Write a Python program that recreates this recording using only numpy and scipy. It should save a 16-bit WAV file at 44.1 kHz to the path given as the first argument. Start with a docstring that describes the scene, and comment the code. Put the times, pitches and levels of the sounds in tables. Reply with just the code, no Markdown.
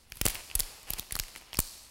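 """Salt crystals crack between the burrs of a mill in five bunches, close to the microphone in a small room.
Each crack is a noise burst ringing the mill, with a low thump made from a high-passed pressure step.
The burrs creak (uneven pulse trains), scrape and rub (swells and a bed of coloured grains).
Crushed salt hisses down onto paper as more coloured grains; a diffuse echo and a quiet floor lie behind."""
import sys
import numpy as np
from scipy import signal
from scipy.fft import rfft, irfft
from scipy.io import wavfile

SR = 44100
rng = np.random.default_rng(int(sys.argv[2]) if len(sys.argv) > 2 else 0)


def digitize_waveform(pressure):
    """Quantize a signal to 16-bit integers and store it at the path in sys.argv[1].

    Rows of a 2-D input are taken as channels; values are limited to [-1, 1].
    """
    field = np.atleast_2d(pressure).T
    bounded = np.clip(field, -1, 1)
    quanta = np.round(bounded * 32767).astype(np.int16)
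    wavfile.write(sys.argv[1], SR, quanta)


N = 83790


def amp(db):
    """Amplitude ratio of a level in dB."""
    return 10 ** (np.asarray(db) / 20)


def unit(x):
    """Scale to an RMS of 1."""
    return x / np.sqrt(np.mean(x ** 2) + 1e-20)


def read(points, hz):
    """Interpolate a spectral table on a log-frequency axis."""
    f, value = np.transpose(points)
    return np.interp(np.log(hz + 1), np.log(f + 1), value)


def add(mix, start_s, sound):
    """Mix a sound in at its start time, cut at the end of the mix."""
    part = mix[max(round(start_s * SR), 0):][:len(sound)]
    part += sound[:len(part)]


def colour(x, gain_db, size=2048):
    """Causal minimum-phase filter whose gain in dB is a function of frequency."""
    hz = abs(np.fft.fftfreq(size, 1 / SR))
    log_gain = gain_db(hz) * np.log(10) / 20
    taps = np.fft.ifft(np.exp(np.conj(signal.hilbert(log_gain)))).real
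    return signal.fftconvolve(x, taps)[:len(x)]


# Resonances of the mill. Each row: centre in Hz, full width at half the lift in Hz, lift in dB.
MILL_RESONANCES = [(2690, 900, 3), (4800, 900, 3), (8200, 900, 4), (10200, 900, 4), (12750, 1000, 6),
                   (15300, 700, 3)]
RING_LIFT_DB, RING_WIDTH_HZ = 9, 2200
FIRST_BREAK = 3.5  # height of the opening click, against noise of RMS 1
SNAP_DECAY_SHARE = 0.2  # decay time as a share of the fracture length
AFTER_DB, AFTER_DECAY_S = -17, 0.0025
TREBLE_FALL_DB_PER_KHZ = -0.08
DULL_FALL_PER_KHZ = 0.041  # extra fall per dB that the middle exceeds the treble
LEVEL_WINDOW_S = 0.0023  # band levels are RMS, with all the energy counted in this window
SNAP_BANDS_HZ = [(200, 1350), (1700, 6800), (6800, 16000)]
SNAP_FILTERS = [signal.butter(3, hz, "bandpass", fs=SR, output="sos") for hz in SNAP_BANDS_HZ]


def snap(length_ms, bass_db, middle_db, treble_db, ring_hz, size=768):
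    """A fracture clicks open, crumbles as a brief noise burst and rings the well-damped mill."""
    t = np.arange(size) / SR
    length_s = length_ms / 1000
    crumble = np.exp(-np.maximum(t / length_s - 1, 0) / SNAP_DECAY_SHARE)
    after = amp(AFTER_DB) * np.exp(-t / AFTER_DECAY_S)
    burst = rng.standard_normal(size) * (crumble + after)
    burst[0] -= FIRST_BREAK

    peaks = MILL_RESONANCES + [(ring_hz, RING_WIDTH_HZ, RING_LIFT_DB)]
    dullness_db = max(middle_db - treble_db, 0)
    fall_db_per_hz = (TREBLE_FALL_DB_PER_KHZ + DULL_FALL_PER_KHZ * dullness_db) / 1000

    def ring_gain_db(hz):
        lift_db = sum(db / (1 + (2 * (hz - f) / width) ** 2) for f, width, db in peaks)
        return lift_db - fall_db_per_hz * hz

    burst = colour(burst, ring_gain_db, size=512)
    levels_db = (bass_db, middle_db, treble_db)
    bands = [amp(db) * unit(signal.sosfilt(sos, burst)) for db, sos in zip(levels_db, SNAP_FILTERS)]
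    return np.sqrt(LEVEL_WINDOW_S * SR / size) * sum(bands)


THUMP_HZ, THUMP_DELAY_S = 24.8, 0.00094
RECOIL, RECOIL_S, SHARP_RISE_MS = 0.95, 0.00041, 0.96


def thump(rise_ms, size=8000, order=5):
    """The mill lurches: a pressure step, high-passed so it swings in deep bass; fast ones recoil more."""
    t = np.arange(size) / SR
    rise_s = rise_ms / 1000
    step = 0.5 + 0.5 * np.tanh((t - THUMP_DELAY_S - rise_s) / rise_s)
    sharpness = min(SHARP_RISE_MS / rise_ms, 1) ** 2
    pulse = (t / RECOIL_S) ** 2 * np.exp(1 - (t / RECOIL_S) ** 2)
    push = step - step[0] - RECOIL * sharpness * pulse
    swing = signal.sosfilt(signal.butter(order, THUMP_HZ, "highpass", fs=SR, output="sos"), push)
    return swing / abs(swing).max()


# Breaking crystals. Each row: start in seconds, length in ms, bass, middle and treble levels in dB,
# strongest ring in Hz, thump peak in dB, thump rise constant in ms.
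CRYSTAL_CRACKS = [(.1000, 1.2, -73, -76, -55, 12800, -58, 2),
                  (.1210, 1.2, -57, -34.5, -40.5, 2160, -44.5, 1.4),
                  (0.1564, 1.5, -61, -65, -46, 11500, -55, 1.8),
                  (0.17, 2.6, -56, -47, -41.5, 10000, -51, 1.6),
                  (0.2136, 2.86, -46, -24.5, -22, 2000, -24, 0.73),
                  (0.252, 1.8, -53, -32, -41, 8200, -62, 2.2),
                  (0.2549, 0.84, -35, -32, -19.5, 9700, -21, 0.17),
                  (.2600, 1.14, -47, -28, -29, 2630, -49, 0.62),
                  (.2640, 1.4, -30.5, -23, -18.5, 8300, -22.5, 0.28),
                  (0.2771, 0.78, -35, -34.5, -43, 3300, -47, 1.3),
                  (0.2783, 4.4, -49, -42, -32, 11500, -50, 2.6),
                  (0.2839, 1.35, -54, -28, -25, 9100, -44, 2.2), (.2981, 1.2, -59, -34, -36, 2700, -63, 2),
                  (0.303, 0.99, -55, -46, -31.5, 8900, -49, 2),
                  (0.347, 0.98, -53, -42, -35, 11500, -46, 1.5),
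                  (0.3543, 0.4, -59, -33, -38.5, 2830, -46, 2.7),
                  (0.5002, 1.2, -56, -41, -65, 2800, -60, 1.8),
                  (0.5135, 0.59, -54, -36.5, -54, 2200, -54, 2),
                  (0.5528, 2.9, -48, -31.5, -18, 10600, -29.5, 2.26),
                  (.5567, 1.6, -59, -35, -26, 10000, -41.5, 1.8),
                  (0.5925, 0.98, -45, -35, -27, 10200, -43, 1.2),
                  (0.5963, 2.4, -42, -34, -24, 3400, -39, 3),
                  (0.5982, 1.5, -46, -38, -22.5, 10100, -48, 1.3),
                  (0.6042, 0.98, -64, -24, -22.5, 3840, -35, 1.64),
                  (0.6325, 2.3, -56, -41, -45, 3600, -64, 2), (.8302, 1.8, -60, -54, -47.5, 9100, -54, 2.2),
                  (0.904, 1.95, -60, -34.5, -23.5, 11800, -32.5, 1.03),
                  (0.935, 1.64, -46, -31, -27.5, 4300, -42, 1.5),
                  (.9956, 1.14, -48, -31, -28, 4540, -37, 0.58),
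                  (1.1084, 1.35, -47.5, -37, -44, 2160, -60, 1),
                  (1.1223, 3.1, -48, -35, -26, 9650, -36.5, 1.6),
                  (1.1284, 0.44, -58, -42, -54, 2600, -61, 2.3),
                  (1.154, 0.94, -40, -28.5, -29, 4230, -34.5, 0.58),
                  (1.1647, 1.5, -36, -44, -33, 1400, -40.5, 0.93),
                  (1.1900, 0.74, -57, -30, -29.5, 5200, -40, 1.9),
                  (1.1975, 2.34, -44, -24, -25, 5350, -34, 1.7),
                  (1.2362, 1.3, -66, -41, -43.5, 2960, -65, 1.4),
                  (1.2825, 0.91, -55, -47, -46.5, 9500, -58, 2.4),
                  (1.3526, 0.46, -55.5, -44, -59, 2400, -57, 2.3),
                  (1.3604, 1.64, -44.5, -38, -44, 2010, -60, 1.7),
                  (1.5311, 0.93, -46, -34.5, -46.5, 3300, -45, 1),
                  (1.5388, 4.8, -61, -42, -40.5, 10000, -63, 1.2),
                  (1.5454, 0.69, -45, -35, -44, 2280, -53, 1.8), (1.553, 4.8, -59, -40, -48, 5600, -52, 2),
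                  (1.5707, 0.96, -57, -32, -37, 5350, -44, 2.1),
                  (1.5888, 1.04, -27, -34, -22, 1330, -18.5, 0.22),
                  (1.5905, 2.1, -42.5, -25, -20, 7960, -47, 0.71),
                  (1.5989, 1.2, -47, -43, -30, 10700, -46, 2.6),
                  (1.6021, 1.7, -43, -35.5, -20.5, 4570, -39, 2.9)]


def crystals():
    """Each crystal snaps and jolts the mill."""
    out = np.zeros(N)
    for start_s, *crack, thump_db, rise_ms in CRYSTAL_CRACKS:
        add(out, start_s, snap(*crack))
        add(out, start_s, amp(thump_db) * thump(rise_ms))
    return out


# Stick-slip of the burrs. Each row: start in seconds, length in seconds, slips per second, RMS in dB.
CREAK_RUNS = [(.338, 0.0714, 310, -48.5), (0.868, 0.039, 278, -50.5), (0.924, 0.022, 310, -50.5),
              (0.962, 0.032, 336, -49), (1.014, 0.0182, 180, -53.5), (1.403, 0.019, 114, -56)]
# Spectrum of a slip. 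Each row: frequency in Hz, relative gain in dB.
CREAK_SPECTRUM = [(100, -10), (400, 1), (900, 5.5), (1500, 0), (2900, 7.5), (3700, -10), (8000, -7.5),
                  (16000, -12)]
SLIP_JITTER, SLIP_SPREAD_DB = 0.16, 1.9  # jitter: spread of the log of the gap


def creaks(count=40):
    """Short runs of uneven stick-slip pulses as the burrs rub."""
    out = np.zeros(N)
    for start_s, length_s, slips_per_s, level_db in CREAK_RUNS:
        gap, size = rng.standard_normal((count, 2)).T
        times_s = np.cumsum(np.exp(SLIP_JITTER * gap)) / slips_per_s
        inside = times_s < length_s
        slips = np.zeros(round(length_s * SR) + 1)
        slips[(times_s[inside] * SR).astype(int)] = amp(SLIP_SPREAD_DB * size[inside])
        padded = np.r_[slips, np.zeros(200)]  # room for the filter to ring out
        creak = colour(padded, lambda hz: read(CREAK_SPECTRUM, hz))
        add(out, start_s, amp(level_db) * unit(creak))
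    return out


GRAINS_PER_S, GRAIN_SPREAD_DB = 13000, 3.5


def grains():
    """A dense patter of impacts of uneven size and random sign."""
    size = amp(GRAIN_SPREAD_DB * np.minimum(rng.exponential(1, N), 5))
    hits = rng.random(N) < GRAINS_PER_S / SR
    return size * rng.choice([-1, 1], N) * hits


# Powder between the burrs. Each row: middle in seconds, half length (to 1/e) in seconds, level in dB.
SCRAPE_SWELLS = [(0.179, 0.067, -54.5), (0.27, 0.026, -43), (0.31, 0.014, -41), (0.353, 0.022, -45.5),
                 (0.605, 0.006, -39), (0.893, 0.0065, -52), (0.914, .018, -47), (.988, 0.0055, -36.5),
                 (1.007, 0.0038, -46.5), (1.159, 0.031, -47.5), (1.376, 0.0091, -47), (1.626, 0.0028, -48)]
# Spectrum of the scrape. Each row: frequency in Hz, relative gain in dB.
SCRAPE_SPECTRUM = [(200, 2), (1000, -10), (2700, 0), (4800, 0.5), (6500, -2), (8200, -3), (10200, 5.5),
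                   (11600, -5.5), (12800, -2), (14500, -9), (16000, -7)]


def scrapes():
    """Gritty swells of powder ground between the burrs: coloured grains under Gaussian envelopes."""
    t = np.arange(N) / SR
    level = sum(amp(db) * np.exp(-((t - mid_s) / half_s) ** 2) for mid_s, half_s, db in SCRAPE_SWELLS)
    return level * unit(colour(grains(), lambda hz: read(SCRAPE_SPECTRUM, hz)))


def patter(levels, spectrum):
    """Coloured grains that follow a level curve."""
    level = amp(np.interp(np.arange(N) / SR, *np.transpose(levels)))
    return level * unit(colour(grains(), lambda hz: read(spectrum, hz)))


# Level of the rubbing. Each row: time in seconds, level in dB.
RUB_LEVEL = [(0, -71), (.2, -62), (.3, -46.5), (.39, -52.5), (.46, -56.5), (.56, -54.5), (.67, -52),
             (.82, -58.5), (.95, -55), (1.07, -60.5), (1.25, -56.5), (1.45, -59), (1.6, -58.5),
             (1.9, -62.5)]
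# Spectrum of the rubbing. Each row: frequency in Hz, relative gain in dB.
RUB_SPECTRUM = [(60, 2), (200, -7), (450, -2), (900, 0), (1500, -4), (2800, -0.5), (4500, -11), (9000, -37),
                (16000, -24)]


def rubbing_burrs():
    """The burrs rub as the mill turns: many small contacts, weak in the treble."""
    return patter(RUB_LEVEL, RUB_SPECTRUM)


# Level of the falling salt. Each row: time in seconds, level in dB.
FALL_LEVEL = [(0, -64), (.2, -77), (.28, -50), (.42, -50), (.54, -55.5), (.63, -49), (0.848, -58),
              (1.001, -52.5), (1.1, -58.5), (1.21, -53.5), (1.35, -54.5), (1.499, -64), (1.58, -55),
              (1.62, -45.5), (1.75, -49.5), (1.9, -57)]
# Spectrum of the falling salt. Each row: frequency in Hz, relative gain in dB.
FALL_SPECTRUM = [(200, -21), (1000, -18), (2600, -14), (4300, 7), (6500, 1.5), (8400, 2), (11700, 0),
                 (16000, -15)]


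def falling_salt():
    """Crushed salt hits the paper: many small impacts, strongest near 4 kHz."""
    return patter(FALL_LEVEL, FALL_SPECTRUM)


# Decay of the room. Each row: frequency in Hz, time to fall 60 dB in seconds.
ROOM_DECAY = [(200, .5), (800, 0.99), (2100, 0.74), (5500, 1.28), (10000, 0.63), (15000, 0.87)]
# Spectrum of the echo. Each row: frequency in Hz, gain in dB.
ROOM_SPECTRUM = [(50, -20), (250, -31), (800, -19), (2500, -15), (4800, -15), (8000, -17), (11000, -17),
                 (16000, -21)]


def room(x, build_s=0.0059):
    """A diffuse noise tail that builds quickly, each band dying at its own speed."""
    hz, t, noise = signal.stft(rng.standard_normal(SR), SR, nperseg=256)
    t60_s = read(ROOM_DECAY, hz)[:, None]
    envelope = amp(-60 * t / t60_s) * (1 - np.exp(-t / build_s))
    tail = signal.istft(noise * envelope, SR, nperseg=256)[1]
    echo = signal.fftconvolve(x, tail / np.linalg.norm(tail))[:N]
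    return colour(echo, lambda hz: read(ROOM_SPECTRUM, hz))


# Spectrum of the quiet room. Each row: frequency in Hz, relative gain in dB.
FLOOR_SPECTRUM = [(20, 10.5), (45, 12), (75, 13.5), (110, 2), (250, 1.5), (600, -10.5), (1500, -22),
                  (4000, -22), (10000, -38.5), (16000, -18)]
FLOOR_DB = -64


def floor():
    """Quiet rumble and hiss of the room: steady noise shaped in frequency."""
    gain = amp(read(FLOOR_SPECTRUM, np.fft.rfftfreq(N, 1 / SR)))
    noise = irfft(rfft(rng.standard_normal(N)) * gain, N)
    return amp(FLOOR_DB) * unit(noise)


def scene():
    """The mill and its echo, the rubbing burrs, the falling salt and the quiet room."""
    mill = crystals() + creaks() + scrapes()
    mix = mill + room(mill) + rubbing_burrs() + falling_salt() + floor()
    return mix[None]


EDGE_HZ = 15950


def record(dry):
    """The band limit of the recorder: a steep linear-phase low-pass."""
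    taps = signal.firwin(255, EDGE_HZ, window=("kaiser", 8), fs=SR)
    return signal.oaconvolve(dry, taps[None], "same")


dry = scene()
out = record(dry)
digitize_waveform(out)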